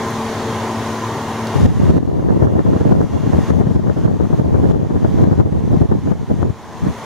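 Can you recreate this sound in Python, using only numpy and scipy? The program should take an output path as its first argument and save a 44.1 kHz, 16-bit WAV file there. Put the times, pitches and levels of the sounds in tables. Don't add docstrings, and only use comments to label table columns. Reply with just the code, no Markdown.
import sys
import numpy as np
from scipy import signal
from scipy.fft import rfft, irfft, next_fast_len
from scipy.io import wavfile
from scipy.ndimage import uniform_filter1d

SR = 44100
rng = np.random.default_rng(int(sys.argv[2]) if len(sys.argv) > 2 else 0)


def materialize(psi):
    bounded = np.clip(np.atleast_2d(psi).T, -1, 1)
    quanta = np.round(bounded * 32767).astype(np.int16)
    wavfile.write(sys.argv[1], SR, quanta)


def ratio(d):
    e = np.asarray(d, float) / 20
    return 10 ** e


N = 310890
TIME = np.arange(N) / SR

# (frequency [Hz], level [dB per Hz])
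TEARING_TONE = [(120, -12), (280, 5), (450, 5), (650, -1.5), (940, -10), (1350, -25), (2300, -37),
                (4000, -50)]


def evened(x):
    return x / np.sqrt(np.mean(x ** 2) + 1e-20)


def read(points, hz):
    f, value = np.transpose(points)
    return np.interp(np.log(hz + 1), np.log(f + 1), value)


def coloured(x, points):
    size = next_fast_len(x.shape[-1])
    curve_db = read(points, np.fft.rfftfreq(size, 1 / SR))
    return irfft(rfft(x, size) * ratio(curve_db), size)[..., :x.shape[-1]]


def drift(rate_hz, channels=1):
    b, a = signal.butter(1, np.clip(rate_hz, .1, 900), fs=SR)
    noise = rng.standard_normal((channels, N + SR))
    smooth = signal.lfilter(b, a, signal.lfilter(b, a, noise))
    return evened(smooth[:, SR:])


def fuzzy(hz, width_hz):
    a, b = drift(width_hz, channels=2)
    return a * np.cos(2 * np.pi * hz * TIME) + b * np.sin(2 * np.pi * hz * TIME)


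def add(mix, start_s, sound):
    part = mix[:, round(start_s * SR):][:, :sound.shape[1]]
    part += sound[:, :part.shape[1]]


def gain_db():
    # (time [s], gain just after [dB])
    pulls = [(1.502, 1), (1.576, -1.5), (1.664, -9.5), (1.911, -11.5), (1.985, -18.5), (2.457, -15.5),
             (2.821, -12), (2.931, -14.5), (3.51, -12.5), (3.619, -14), (3.766, -16.5), (4.066, -17),
             (4.402, -17), (4.722, -18.5), (5.246, -15.5), (5.413, -19), (5.824, -17), (6.126, -17),
             (6.435, -16.5)]
    s, db = np.transpose([(0, 0)] + list(pulls))
    last = np.searchsorted(s, TIME, "right") - 1
    since = TIME - s[last]
    climb_db = 12 * since + 7 * since ** 2
    return uniform_filter1d(np.minimum(db[last] + climb_db, 0), 130)


def fan_air():
    # (frequency [Hz],
    # level [dB per Hz])
    air_tone = [(25, -24), (60, -24), (100, -9), (190, -12), (440, -9.5), (490, -13.5), (1010, -10),
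                (1350, -19.5), (1850, -21.5), (2600, -28.5),
                (3300, -27), (5000, -33), (6500, -30), (7000, -32.5), (7600, -39), (11200, -40),
                   (12000, -45), (15800, -45)]
    # (frequency [Hz], likeness [-1 to 1])
    likeness = [(60, 0.97), (130, 0.96), (290, 0.95), (640, 0.98), (1410, 0.9), (3100, 0.6), (6820, 0.48),
                (15000, -0.23)]
    # (frequency [Hz], left over right [dB])
    balance = [(60, 8), (180, 2.5), (550, 2.5), (1650, -0.61), (4970, -2), (15000, 1)]
    frames, hz = N // 512 + 5, np.fft.rfftfreq(2048, 1 / SR)
    a, b, c, d, patches = rng.standard_normal((frames, 1025, 5)).T
    patches = evened(uniform_filter1d(uniform_filter1d(patches, 14, 0), 8, 1))
    same = np.clip(read(likeness, hz), -1, 1)[:, None]
    side = ratio(read(balance, hz)[:, None] / 2)
    left = a + 1j * b
    right = same * left + np.sqrt(1 - same ** 2) * (c + 1j * d)
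    spectrum = np.array([left * side, right / side])
    spectrum *= ratio(read(air_tone, hz)[:, None] + 1.1 * patches)
    noise = signal.istft(spectrum, nperseg=2048, noverlap=1536)[1][:, :N]
    return ratio(-24.5 + .5 * drift(1.1)) * evened(noise)


def fan_tones():
    # (multiple of shaft speed, level [dB])
    hums = [(3, -35), (4, -43), (6, -30), (7, -41), (9, -43), (10, -38), (12, -36), (15, -45), (16, -44),
            (21, -46), (24, -42), (30, -46)]
    # (frequency [Hz], width [Hz], level
    # [dB])
    housing = [(101.2, 5.7, -37), (1016, 24, -37), (1850, 36, -45.5), (2090, 30, -53)]
    # (start [s], end [s], frequency [Hz], width [Hz], level [dB])
    whines = [
        (1.05, 3.6, 2795, 20, -47),
        (2.2, 6.0, 3245, 6, -57),
    ]
    shaft_hz = 37.43 * (1 + 0.00143 * drift(0.61)[0])
    turn = 2 * np.pi * np.cumsum(shaft_hz) / SR
    out = np.zeros(N)
    for k, db in hums:
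        out += np.sqrt(2) * ratio(db + 2.4 * drift(5.6)[0]) * np.sin(k * turn + 6 * rng.random())
    for hz, width, db in housing:
        out += ratio(db) * fuzzy(hz, width)
    for start, end, hz, width, db in whines:
        fade = np.clip(np.minimum(TIME - start, end - TIME) / 0.26, 0, 1)
        out += ratio(db) * (.3 * fuzzy(hz, width) + np.sin(2 * np.pi * hz * TIME)) * fade
    return out * ratio(np.array([[.7], [-.7]]))


def handle():
    # (time [s], level [dB], frequency [Hz], time to fade by 60 dB [s])
    ticks = [
        (.105, -41, 11700, .05),
        (1.471, -20.5, 4470, 0.0087),
        (3.0152, -23, 6000, .004),
        (4.2063, -31, 6040, 0.0036),
        (5.4016, -33, 5000, .004),
    ]
    out, u = np.zeros((2, N)), np.arange(2600) / SR
    for s, db, hz, fade_s in ticks:
        noise = rng.standard_normal(2600)
        scrape = evened(coloured(noise, [(.5 * hz, -30), (0.86 * hz, 0), (1.2 * hz, 0), (2.5 * hz, -20)]))
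        ring = np.sin(2 * np.pi * hz * u) + 0.73 * scrape * ratio(-60 * u / 0.013)
        add(out, s, ratio(db - 60 * u / fade_s) * ring * np.ones((2, 1)))
    return out


def cracks():
    # (time [s], level after the gain control [dB], left over right [dB])
    bursts = [(2.1939, -45, -1.0), (2.7317, -29, -5.0), (2.8094, -41, -1.0), (3.0131, -20.5, -11),
              (3.3334, -28, -4.0), (3.6094, -34, 1), (3.8706, -30, 9.0), (3.8966, -28, 2),
              (4.0532, -38, -3.0), (4.078, -26, -1.0), (4.2535, -29, 3.0), (4.3287, -29, 0.0),
              (4.7112, -27, 3.0), (4.9614, -37, 1), (5.0449, -27, 4.0), (5.814, -31, -6), (6.117, -31, -1),
              (6.4273, -20.5, 13)]
    out, u, gain = np.zeros((2, N)), np.arange(-220, 220) / SR, gain_db()
    tick = np.exp(-(u / 0.00061) ** 2) * np.sin(2 * np.pi * 1060 * u)
    for s, db, pan_db in bursts:
        ports_db = db + 3.5 + np.array([[pan_db], [-pan_db]]) / 2
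        add(out, s - .003, tick * ratio(ports_db - gain[round(s * SR)]))
    return out


def eddies(pops, points, steady_s):
    x = coloured(pops, points)
    span = max(round(steady_s * SR), 8)
    power = uniform_filter1d(uniform_filter1d(x ** 2, span), span)
    return evened(x / np.sqrt(abs(power) + 1e-12))


def slaps():
    # (time [s], near port [dB], far port [dB], slow push [dB]), after the gain control
    left_bursts = [(1.562, -10, -40, 16), (1.617, -11, -10, 9), (1.821, -6, -22, -9), (2.197, -12, -8, 2),
                   (2.287, -12, -9, -5), (2.424, 4.5, -5, 7), (2.447, -6, -29, -3), (2.593, 0.5, -5.5, -3),
                   (2.811, -2.5, -5.5, 5), (2.925, 3.5, -16, 1), (3.014, -5, -10, 0), (3.505, 1.5, -4, 3.5),
                   (3.612, 1, -4, 0), (3.67, -7.5, -9.5, 13), (3.758, -8, -6, 0), (3.899, -2, -20, 7),
                   (4.084, -5, -8.5, 6.5), (4.208, -0.5, -16, -13), (4.329, -4, -26, -2),
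                   (4.397, -5, -0.5, 5.5), (4.55, 0.5, -8, 6.5), (4.741, -3, -19, 3), (5.187, -2, -22, 0),
                   (5.241, 2, -19, 3), (5.4, 3, -18, 7.5), (5.742, -4, -12, 4), (5.816, -7, -10, 12),
                   (5.92, 0, -7, -5), (6.116, -1, -18, 6), (6.429, -2.5, -8.5, 4)]
    # (time [s], near port [dB], far port [dB], slow push [dB]), after the gain control
    right_bursts = [(1.667, -7.5, -11, 3), (1.904, -0.5, -9, 8.5), (1.958, -6, -40, 11.5),
                    (1.98, -3.5, -26, 0), (2.306, -4, -15, 9), (2.472, -2, -10, 0), (2.562, -7, -10, 8),
                    (2.666, -9, -10, -11), (2.736, -4, -13, -2), (2.764, -2.5, -3, 3),
                    (2.857, -2.5, -28, -5), (3.165, -4.5, -28, -12), (3.235, -13, -13, 11),
                    (3.334, -1, -25, 4), (3.87, -8.5, -8, 5), (3.974, -5, -6, -1), (4.054, -2, -17, 11),
                    (4.643, -0.5, -6, -11), (4.908, -6, -4, -8), (4.964, -4, -11, -12),
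                    (5.049, -6.5, -1.5, 7.5), (5.142, -15, -12, 5), (5.313, -13, -2.5, 5),
                    (5.337, -11, -10, 1), (5.772, -15, -12, 16), (5.851, -12.5, -12, -4),
                    (6.074, -5.5, -9, -0.5), (6.305, -10, -11, -17), (6.5, -16, -14.5, 16),
                    (6.868, -5.5, -7, 8)]
    out, u, gain = np.zeros((2, N)), np.arange(-1764, 2205) / SR, gain_db()
    rows = list(left_bursts) + [(s, far_db, near_db, push_db) for s, near_db, far_db, push_db in right_bursts]
    pops = rng.standard_normal((2, N)) * ratio(4.2 * drift(150, channels=2))
    rags = eddies(pops, TEARING_TONE, 0.017)
    for s, left_db, right_db, push_db in rows:
        luck = rng.random(5)
        v = 378 * (1 + .14 * (2 * luck[4] - 1)) * u
        phase = 2 * np.pi * luck[2] + 2.45 * np.array([[0], [luck[3]]])
        swing = np.exp(-(v / np.where(v < 0, .45, 1.1)) ** 2) * np.cos(2 * np.pi * 0.74 * v + phase)
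        snap = 0.26 * np.exp(-(v / 0.2) ** 2) * np.cos(2 * np.pi * 1.77 * v + phase)
        push_hz = 160 * (0.5 + 0.65 * luck[0])
        push = np.exp(-((u - .002) / 0.0048) ** 2) * np.cos(2 * np.pi * (push_hz * u + luck[1]))
        scuff = np.exp(-((u - .003) / 0.015) ** 2) * evened(rags[:, round(s * SR):][:, :len(u)])
        burst = swing + snap + ratio(push_db - 5.0) * push + ratio(-14.5) * scuff
        ports = ratio(np.array([[left_db], [right_db]]) - 2.0)
        add(out, s + u[0], burst * ports / ratio(gain[round(s * SR)]))
    return coloured(out, [(20, -26), (100, -0.5), (1100, 1.5), (1800, 13), (2800, -40)])


def draught():
    # (frequency [Hz], level [dB per Hz])
    rumble_tone = [(22, -27), (40, -16), (60, -9), (80, 2.5), (160, 0), (260, -6.5), (400, -20), (700, -62),
                   (1200, -87)]
    # (time [s], buffeting [dB], left over right [dB], tearing edge over rumble [dB])
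    strength = [(1.53, -44, 9, -12), (1.561, -13.5, 11, -13), (1.671, -2, 1, -25), (1.82, -3, -2, -16),
                (1.92, 0.5, 2.5, -14), (2.1, -0.5, 2.5, -8.5), (3.0, 1.5, 1, -9), (3.3, -3, 4, -11.5),
                (3.52, 1, 6.5, -14), (4.7, 2, 2, -10), (5.9, 5.5, 0, -12.5), (6.2, -5, 2, -21.5),
                (6.3, 5, -2, -6.5), (6.507, -3, 5, -22), (6.55, -26, -7, -34), (6.8, -20, 0, -35),
                (6.825, -6, 7, -23), (6.913, -7, 6, -23)]
    # (centre [s], half-width [s], level change [dB], left
    # over right [dB])
    lulls = [(1.74, 0.032, -7.5, -3), (2.26, 0.03, -1, 0), (2.391, 0.01, -4, -4), (2.628, 0.018, -9, 3),
             (2.79, 0.049, -7, 4), (3.084, 0.028, -13, 4), (3.2, 0.043, -7, 5), (3.315, 0.011, -9, 5),
             (3.463, 0.039, -16.5, -6), (3.65, 0.051, -4, 0), (3.74, 0.012, -7.5, -2),
             (3.825, 0.016, -3.5, -4), (3.947, .022, -13, 2), (4.03, 0.039, -4.5, -1),
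             (4.183, 0.012, -10, 0), (4.285, 0.015, -12.5, 3), (4.374, 0.023, -6.5, -3),
             (4.9, 0.028, -9, -1), (5.003, 0.02, -7, -2), (5.092, 0.022, -5.5, -3), (5.16, 0.035, -5, -5.5),
             (5.36, .02, -5.5, 1), (5.511, 0.01, -7.5, -10), (5.64, 0.073, -4, -2), (5.784, 0.017, -10, 9),
             (5.876, 0.013, -23, -9), (6.013, 0.033, -9.5, 1), (6.265, 0.021, -23, 1),
             (6.362, 0.029, -8.5, 6), (6.47, 0.021, 5.5, -7)]
    s, *columns = np.transpose(strength)
    level_db, pan_db, edge_db = (np.interp(TIME, s, c) for c in columns)
    level_db = level_db + np.maximum(-900 * np.maximum(TIME - s[-1], 0), -24)
    for centre, half, depth_db, lean_db in lulls:
        dip = np.exp(-((TIME - centre) / half) ** 2)
        level_db = level_db + depth_db * dip
        pan_db = pan_db + lean_db * dip
        edge_db = edge_db + depth_db * dip
    pops = rng.standard_normal((2, N)) * ratio(5.7 * drift(95, channels=2))
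    ports = eddies(pops, rumble_tone, 0.042)
    ports += ratio(edge_db + 3.0) * eddies(pops, TEARING_TONE, 0.042)
    ports *= ratio(level_db - 2.5 + np.array([pan_db, -pan_db]) / 2) * (TIME > s[0])
    ports += slaps()
    other = coloured(ports[::-1], [(30, -10.0), (120, 0.5), (8000, -4)])
    return ports - 0.34 * other


def scene():
    # (time [s], share turned [0 to 1])
    turning = [
        (0, 0),
        (1.5, 0.03),
        (3.0, 0),
        (6.3, 0.4),
        (7.05, 1.0),
    ]
    facing = np.interp(TIME, *np.transpose(turning))
    fan = fan_air() * ratio(2.3 * facing) + fan_tones() * ratio(-3.5 * facing)
    return fan + handle() + cracks() + draught()


def band_limit(x):
    return signal.sosfilt(signal.butter(12, 15910, fs=SR, output="sos"), x)


def record(dry):
    x = 1.041 * dry * ratio(gain_db())
    x = np.clip(x / (1 + (x / 1.12) ** 4) ** (1 / 4), -1, 1)
    x = coloured(x, [(20, 0), (15800, 0), (16000, -40)])
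    return band_limit(x)


dry = scene()
out = record(dry)
materialize(out)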